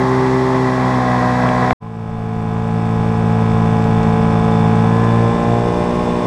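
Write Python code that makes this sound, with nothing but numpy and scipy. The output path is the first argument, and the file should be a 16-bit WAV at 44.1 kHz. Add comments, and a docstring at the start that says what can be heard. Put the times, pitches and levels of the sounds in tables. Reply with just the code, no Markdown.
"""A small outboard motor pushes an open metal boat along a river: its firing pulses are a harmonic series of
crank orders, its valve gear a tick pattern periodic in the crank turn, the rushing water filtered noise.
First it is heard close by at the stern, where two bursts of decaying modes are knocks in the boat. The sound
breaks off, then fades back in from the middle of the boat, with a brief ringing tone, a singing cowling panel,
noise bursts of spray and light low-passed wind; hull resonances colour the orders as the motor speeds up."""
import sys
import numpy as np
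from scipy import signal
from scipy.fft import rfft, irfft
from scipy.io import wavfile
from scipy.ndimage import map_coordinates

SR = 44100
rng = np.random.default_rng(int(sys.argv[2]) if len(sys.argv) > 2 else 0)


def put_to_file(sound):
    """Save the sound as 16-bit audio at rate SR, in the file named by the first command-line argument."""
    columns = np.atleast_2d(sound).T  # one column per channel
    safe = np.clip(columns, -1, 1)
    whole_steps = np.round(safe * 32767)
    wavfile.write(sys.argv[1], SR, whole_steps.astype(np.int16))


N = 276066
TIME = np.arange(N) / SR
BINS = np.fft.rfftfreq(N, 1 / SR)
RETURN_S = 1.801   # the midship sound opens


def from_db(db):
    """Amplitude gain as the exponential of a level: 20 dB per factor of ten."""
    return 10 ** (np.asarray(db) / 20)


def in_time(rows):
    """Linear interpolation of a curve (t/s, value) at every sample."""
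    t, value = np.transpose(rows)
    return np.interp(TIME, t, value)


def at_hz(points, hz):
    """Spectral interpolation: level linear in log frequency."""
    f, db = np.transpose(points)
    return np.interp(np.log(np.maximum(hz, 1)), np.log(f), db)


def drift(rate):
    """Band-limited random fluctuation: spread about 1, with rate random knots a second."""
    knots = rng.standard_normal(2048)
    coarse = TIME[::64]
    smooth = map_coordinates(knots, [coarse * rate], order=3, mode="wrap")
    return np.interp(TIME, coarse, smooth)


def swells(rows, along=TIME):
    """Superposed Gaussian rises or dips in dB: rows of (centre, 1/e half width, level/dB)."""
    return sum(db * np.exp(-((along - centre) / half) ** 2) for centre, half, db in rows)


def settling(depth_db, time_s):
    """Exponential relaxation: a level that starts depth_db low at RETURN_S and eases up to 0 dB."""
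    return -depth_db * np.exp(-np.maximum(TIME - RETURN_S, 0) / time_s)


def noise(spectrum):
    """Spectral shaping of white noise to rows of (f/Hz, level/dB per Hz)."""
    shaped = rfft(rng.standard_normal(N)) * from_db(at_hz(spectrum, BINS))
    return irfft(shaped, N) * np.sqrt(SR / 2)


def resonate(x, hz, width_hz):
    """Damped resonator: a pole pair whose radius sets the bandwidth, output scaled to rms 1."""
    r = np.exp(-np.pi * width_hz / SR)
    y = signal.lfilter([1, 0, -1], [1, -2 * r * np.cos(2 * np.pi * hz / SR), r * r], x)
    return y / y.std()


def crank(speed, unevenness):
    """Phase as integrated speed: turns of the crank, jittered since no two firings push quite alike."""
    return np.cumsum(speed) / SR + unevenness * drift(40)


def loaded(load, extra_speed):
    """Load dependence: the level of each layer is linear in the departure from cruise speed."""
    return {layer: from_db(db + slope_db * extra_speed) for layer, (db, slope_db) in load.items()}


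def pulse_phases(gains, smear_turns, twin):
    """Minimum phase by Hilbert transform: the pulse starts sharply and rings out, high orders later."""
    log_gain = np.log(np.r_[gains[0], gains, gains[-2::-1]])
    order = np.arange(1, len(gains) + 1)
    minimum_phase = -np.imag(signal.hilbert(log_gain))[order]
    odd_lead = twin * (order % 2) * np.pi / 2   # at twin = 1 the two strokes of a turn are equally strong
    delay = np.pi * smear_turns * order ** 2 / len(gains)
    return odd_lead + minimum_phase - delay


def hum(turns, orders, shift, waver_db, smear_turns, twin):
    """Fourier series of the firing pulse: one wavering line per crank order."""
    share = np.clip(shift, 0, 1)
    _, first, last = np.transpose(orders)
    phases = pulse_phases(from_db(first) + from_db(last), smear_turns, twin)
    lines = []
    for k, phase in enumerate(phases):
        level = (1 - share) * first[k] + share * last[k]
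        waver = waver_db * np.sqrt((k + 1) / len(orders)) * drift(21.99)   # high orders are less steady
        line = np.cos(2 * np.pi * (k + 1) * turns + phase)
        lines.append(np.sqrt(2) * from_db(level + waver) * line)
    return lines


def strikes(turns, decay_turns):
    """Periodic impulsive excitation: decaying valve gear contacts over the turn, rms 1."""
    # valve gear contacts in one turn: (place in the turn 0-1, relative level/dB)
    contact_rows = [(.1, -5), (0.418, -4.5), (0.602, -13), (0.718, -10.5), (0.929, -10.5)]
    envelope = sum(from_db(db) * np.exp(-((turns - place) % 1) / decay_turns) for place, db in contact_rows)
    return envelope / np.sqrt(np.mean(envelope ** 2))


def clatter(turns, spectrum, lowest, decay_turns, uneven_db, size=4096):
    """A periodic waveform has a line spectrum: the same short ticks each turn, wavering in strength."""
    place = np.arange(size) / size
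    ticks = rfft(rng.standard_normal(size) * strikes(place, decay_turns))
    order = np.arange(len(ticks))
    hz = order * turns[-1] / TIME[-1]   # at the mean speed
    gain = from_db(at_hz(spectrum, hz)) * (order > lowest) / (1 + (hz / 5000) ** 6)
    phase_only = ticks / np.abs(ticks)   # the cowling sets the strength of each order
    one_turn = irfft(phase_only * gain) * size / np.sqrt(2)
    return np.interp(turns % 1, place, one_turn) * from_db(uneven_db * drift(90))


def wash(turns, spectrum, rings, throb, churn_db, fizz_db):
    """Turbulence as resonant noise: (low rush throbbing twice a turn with the firings, high hiss)."""
    rush = noise(spectrum)
    for hz, width_hz, db in rings:
        # two wider passes in a row
        once = resonate(rng.standard_normal(N), hz, width_hz * 1.2)
        rush = rush + from_db(db) * resonate(once, hz, width_hz * 1.2)
    rush = signal.sosfilt(signal.butter(2, 40, "high", fs=SR, output="sos"), rush)   # water has no deep bass
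    low = irfft(rfft(rush) / (1 + (BINS / 2500) ** 4), N)
    pulsing = 1 + throb * np.cos(4 * np.pi * turns)
    return low * pulsing * from_db(churn_db * drift(35)), (rush - low) * from_db(fizz_db * drift(150))


def knocks():
    """Modal superposition: brief blunt contacts whose damped modes die within milliseconds."""
    # knocks in the boat: (t/s, level/dB, pitch factor)
    knock_rows = [(1.489, -16, 1.62), (1.7079, -1.5, 1.03)]
    # their modes: (f/Hz before the pitch factor, relative level/dB, t60/s)
    knock_modes = [(714, -3.5, 0.022), (1400, -3, 0.0087), (1750, -4, 0.0078), (2050, -3.5, 0.0082),
                   (3700, -14, 0.0062)]
    out = np.zeros(N)
    for s, db, pitch in knock_rows:
        age = np.maximum(TIME - s, 0)
        for k, (hz, mode_db, t60) in enumerate(knock_modes):
            decay_db = np.minimum(60 * age / t60, 200)
            mode = from_db(db + mode_db - decay_db) * np.sin(2 * np.pi * hz * pitch * age)
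            out += (-1) ** k * mode
    return signal.sosfilt(signal.butter(4, 3600, fs=SR, output="sos"), out)


def stern():
    """Near-field superposition: right beside the motor and its wake; the motor eases off a little."""
    # crank speed: (t/s, speed/turns per s)
    speed_curve = [(0.0, 64.4), (0.502, 64.6), (0.91, 63.4), (1.134, 62.1), (1.72, 62.2)]
    # firing pulse: (crank order, level/dB rms at first speed, level/dB rms at last speed)
    hum_orders = [(1, -36.5, -34), (2, -21, -21), (3, -33.5, -25), (4, -20, -20.5), (5, -35.5, -37),
                  (6, -18, -36.5), (7, -38, -38), (8, -32.5, -29), (9, -38.5, -42), (10, -34.5, -27.5),
                  (11, -52, -36.5), (12, -35, -24), (13, -28, -31), (14, -29.5, -42), (15, -51, -38.5),
                  (16, -31, -29), (17, -32.5, -28.5), (18, -38.5, -38)]
    # valve gear before load: (f/Hz, level/dB rms per crank order)
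    clatter_spectrum = [(1200, -42.5), (1310, -42), (1430, -47), (1560, -43.5), (1660, -34), (1800, -49),
                        (1970, -38), (2130, -62), (2355, -46), (2480, -63), (2600, -47.5), (2750, -64.5),
                        (3350, -71), (3800, -69.5)]
    # wake and exhaust bubbles before load: (f/Hz, level/dB per Hz)
    wash_spectrum = [(65, -60), (150, -48.5), (280, -59), (400, -54.5), (560, -55.5), (1050, -51.5),
                     (1450, -62), (1950, -61), (2800, -79.5), (3400, -73.5), (5400, -79.5), (8000, -87.5),
                     (11000, -96.5), (15000, -112.7)]
    # resonances that the rush excites, before load: (f/Hz, nominal width/Hz, level/dB rms)
    wash_rings = [(166.4, 29, -33), (1076, 55, -46), (1955, 80, -38), (3370, 230, -53), (5450, 160, -55.5),
                  (7830, 200, -64.5)]
    # layer: (level at cruise/dB, slope/dB per extra turn per s)
    load = {"clatter": (-4.5, -1.8), "water": (-1.1, -0.62), "hiss": (1.4, -.05)}
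    cruise, shift_span = 64.6, -2.12   # turns per s; change that takes the hum to its last colour
    speed = in_time(speed_curve)
    extra_speed = speed - cruise
    gain = loaded(load, extra_speed)
    turns = crank(speed, unevenness=0.0004)
    motor = sum(hum(turns, hum_orders, extra_speed / shift_span, waver_db=2.0, smear_turns=0.549, twin=1))
    ticks = clatter(turns, clatter_spectrum, len(hum_orders), decay_turns=0.083, uneven_db=2.0)
    rush, hiss = wash(turns, wash_spectrum, wash_rings, throb=0.092, churn_db=-1.2, fizz_db=0.2)
    return motor + gain["clatter"] * ticks + gain["water"] * rush + gain["hiss"] * hiss + knocks()


def whine(level_db, hz, width_hz):
    """Noise-driven resonance: two cascaded resonators make a thin, noisy tone at the given level."""
    once = resonate(rng.standard_normal(N), hz, width_hz)
    return from_db(level_db) * resonate(once, hz, width_hz)


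def opening_ring():
    """Exponential decay of a resonance: a tone that holds for a moment and dies away."""
    hold_s, t60_s = 0.047, 0.18
    age = np.maximum(TIME - RETURN_S - hold_s, 0)
    return whine(level_db=-38, hz=1033, width_hz=44) * np.exp(-np.log(1000) * age / t60_s)


def through_hull(lines, speed):
    """Order tracking through a fixed transfer function: hull resonances lift or lower each passing order."""
    # narrow peaks and a notch of the hull: (f/Hz, 1/e half width/Hz, level/dB)
    hull_peaks = [(236.3, 1.23, -8), (702, 6.2, 12.5), (813.4, 9.8, 5.5), (1031, 17, 5.5)]
    turns_per_s = np.linspace(speed.min(), speed.max(), 64)
    coloured = []
    for order, line in enumerate(lines, 1):
        hull_db = swells(hull_peaks, order * turns_per_s)
        coloured.append(line * from_db(np.interp(speed, turns_per_s, hull_db)))
    return coloured


def boom(line, extra_speed):
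    """Structural resonance: the hull takes up the second order and lets go as the speed rises past it."""
    # the boom sinks for a moment: (t/s, 1/e half length/s, level/dB)
    boom_dips = [(4.25, 0.43, -4), (5.39, 0.069, -16)]
    level_db, edge, fall_db = -15, 2.44, 9   # rms; turns per s above cruise; dB lost per turn per s beyond
    db = level_db - fall_db * np.maximum(extra_speed - edge, 0) + swells(boom_dips)
    phase = np.angle(signal.hilbert(line))
    return from_db(db) * np.sqrt(2) * np.cos(phase)


def buzzing(ticks, extra_speed):
    """Speed-tuned resonance: the cowling lifts one band of clatter near one speed and lowers it elsewhere."""
    # edges of the buzzing band: (lower f/Hz, upper f/Hz)
    buzz_band = (1600, 1850)
    resonant_at, peak_db, fall_db = 1.35, 4, 3.5   # turns per s above cruise; dB there; dB per turn per s away
    band = signal.sosfiltfilt(signal.butter(2, buzz_band, "band", fs=SR, output="sos"), ticks)
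    band_gain = from_db(peak_db - fall_db * np.abs(extra_speed - resonant_at))
    return ticks + (band_gain - 1) * band


def panel(turns):
    """Forced vibration: valve gear contacts drive a resonant cowling panel that builds up slowly."""
    level_db = -47 + settling(depth_db=15.5, time_s=1.3)
    return whine(level_db, hz=3504, width_hz=79) * strikes(turns, decay_turns=0.33)


def tappet(turns, speed, uneven_db):
    """Impulse response of damped modes: one tappet rings the cowling each turn, never equally strongly."""
    # before load and unevenness: (f/Hz, level/dB rms, decay/s)
    tappet_modes = [(2307, -47, 0.0012), (3484, -54, 0.0037)]
    age = (turns - 0.42) % 1 / speed   # s since the strike at this place in the turn
    out = 0
    for hz, db, decay_s in tappet_modes:
        ring = np.exp(-age / decay_s) * np.sin(2 * np.pi * hz * age)
        out = out + from_db(db) * ring / ring.std()
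    return out * from_db(uneven_db * drift(60))


def wind():
    """Low-frequency turbulence at the microphone: shaped noise swelling with the gusts."""
    # shape of the spectrum: (f/Hz, relative level/dB per Hz)
    wind_spectrum = [(10, -28), (25, -6), (45, -18), (80, -12.5), (150, -13.5), (400, -69.5)]
    # gusts and a lull: (t/s, 1/e half length/s, level/dB)
    gust_rows = [(2.25, 0.77, 10), (3.7, 0.54, 8), (5.2, 0.23, -2)]
    gain_db = -42.5 + swells(gust_rows) + 1.5 * drift(23)
    return noise(wind_spectrum) * from_db(gain_db)


def splashes(decay_s):
    """Transient broadband noise: spray slaps the bow in short, exponentially decaying bursts."""
    # slaps: (t/s, gain/dB)
    splash_rows = [(3.066, -47), (3.658, -42), (3.84, -36), (4.03, -35), (4.77, -38), (5.683, -42)]
    # shape of the spray spectrum: (f/Hz, relative level/dB per Hz)
    spray_spectrum = [(800, -42), (2800, -33), (5000, -42), (8000, -44), (11000, -60), (14000, -94)]
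    bursts = sum(from_db(db) * (TIME > s) * np.exp(-np.abs(TIME - s) / decay_s) for s, db in splash_rows)
    return bursts * noise(spray_spectrum)


def midship():
    """Source and structure combined: further forward the hull booms, the water is softer and wind blows."""
    # crank speed: (t/s, speed/turns per s)
    speed_curve = [(1.84, 55.9), (2.54, 55.5), (2.64, 55.9), (4.75, 55.7), (5.01, 57.1), (5.5, 58.3),
                   (5.94, 60.0), (6.25, 60.2)]
    # firing pulse before hull and load: (crank order, level/dB rms at first speed, level/dB rms at last speed)
    hum_orders = [(1, -33, -29.5), (2, -22, -30.5), (3, -17.5, -19), (4, -19, -18), (5, -33.5, -27.5),
                  (6, -34, -22), (7, -40, -24), (8, -24.5, -21), (9, -49, -42.5), (10, -36.5, -22.5),
                  (11, -42.5, -35), (12, -40, -33.5), (13, -29, -35), (14, -39.5, -27.5), (15, -28, -40),
                  (16, -57, -39.5), (17, -68, -33), (18, -34, -27), (19, -36, -41), (20, -50, -50.5),
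                  (21, -39, -41.5), (22, -46.5, -50), (23, -38, -41), (24, -49, -51)]
    # valve gear before buzz and load: (f/Hz, level/dB rms per crank order)
    clatter_spectrum = [(1400, -46), (1510, -43), (1580, -47), (1690, -41), (1860, -62), (1955, -40),
                        (2030, -78), (2200, -63.5), (2290, -47), (2380, -57), (2620, -55.5), (3100, -61.5),
                        (3480, -58), (3950, -67), (5000, -73)]
    # wake and exhaust bubbles before load: (f/Hz, level/dB per Hz)
    wash_spectrum = [(60, -54.5), (150, -48.5), (300, -56.5), (1000, -56.5), (1400, -71), (2500, -74.5),
                     (3100, -80.5), (3500, -79.5), (4000, -86), (5300, -81.5), (7000, -88.5), (8500, -90),
                     (11500, -102), (14500, -118)]
    # resonances that the rush excites, before load: (f/Hz, nominal width/Hz, level/dB rms)
    wash_rings = [(1075, 260, -43), (4490, 190, -60.5), (5250, 160, -57.5), (7700, 300, -60.5),
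                  (8100, 400, -60)]
    # layer: (level at cruise/dB, slope/dB per extra turn per s)
    load = {"hum": (0.98, -1.44), "clatter": (1.14, -0.78), "water": (1.44, 0.14), "hiss": (3.94, .3)}
    cruise, shift_span = 55.8, 3.23   # turns per s; change that takes the hum to its last colour
    speed = in_time(speed_curve)
    extra_speed = speed - cruise
    gain = loaded(load, extra_speed)
    turns = crank(speed, unevenness=0.00014)
    lines = hum(turns, hum_orders, extra_speed / shift_span, waver_db=1.5, smear_turns=0.296, twin=0)
    first, second, *higher = through_hull(lines, speed)
    ticks = clatter(turns, clatter_spectrum, len(hum_orders), decay_turns=0.078, uneven_db=-0.6)
    rush, hiss = wash(turns, wash_spectrum, wash_rings, throb=0.068, churn_db=-0.3, fizz_db=0.63)
    hiss = hiss * (0.38 + 0.3 * strikes(turns, decay_turns=0.41))   # each contact adds a puff of treble
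    motor = gain["hum"] * (first + sum(higher)) + boom(second, extra_speed)
    motor += gain["clatter"] * (buzzing(ticks, extra_speed) + tappet(turns, speed, uneven_db=1.0))
    motor += panel(turns)
    water = gain["water"] * rush + gain["hiss"] * hiss + splashes(decay_s=0.0074)
    return motor + water + wind()


def scene():
    """Amplitude gating: the stern stops dead; after a short silence the midship sound opens and fades up."""
    break_s, break_fall_s, return_rise_s = 1.7315, 0.00084, 0.026
    before = np.clip((break_s - TIME) / break_fall_s, 0, 1)
    after = np.clip((TIME - RETURN_S) / return_rise_s, 0, 1) ** 2
    fade = from_db(settling(depth_db=18.5, time_s=0.81))
    return (before * stern() + after * (fade * midship() + opening_ring()))[None]


def record(dry):
    """Soft saturation and low-pass filtering: the highest peaks are rounded and the top is cut."""
    held = dry / (1 + (dry / .95) ** 8) ** (1 / 8)
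    cutoff_hz, ripple_db = 14800, 0.1
    return signal.sosfilt(signal.cheby1(12, ripple_db, cutoff_hz, fs=SR, output="sos"), held)


dry = scene()
out = record(dry)
put_to_file(out)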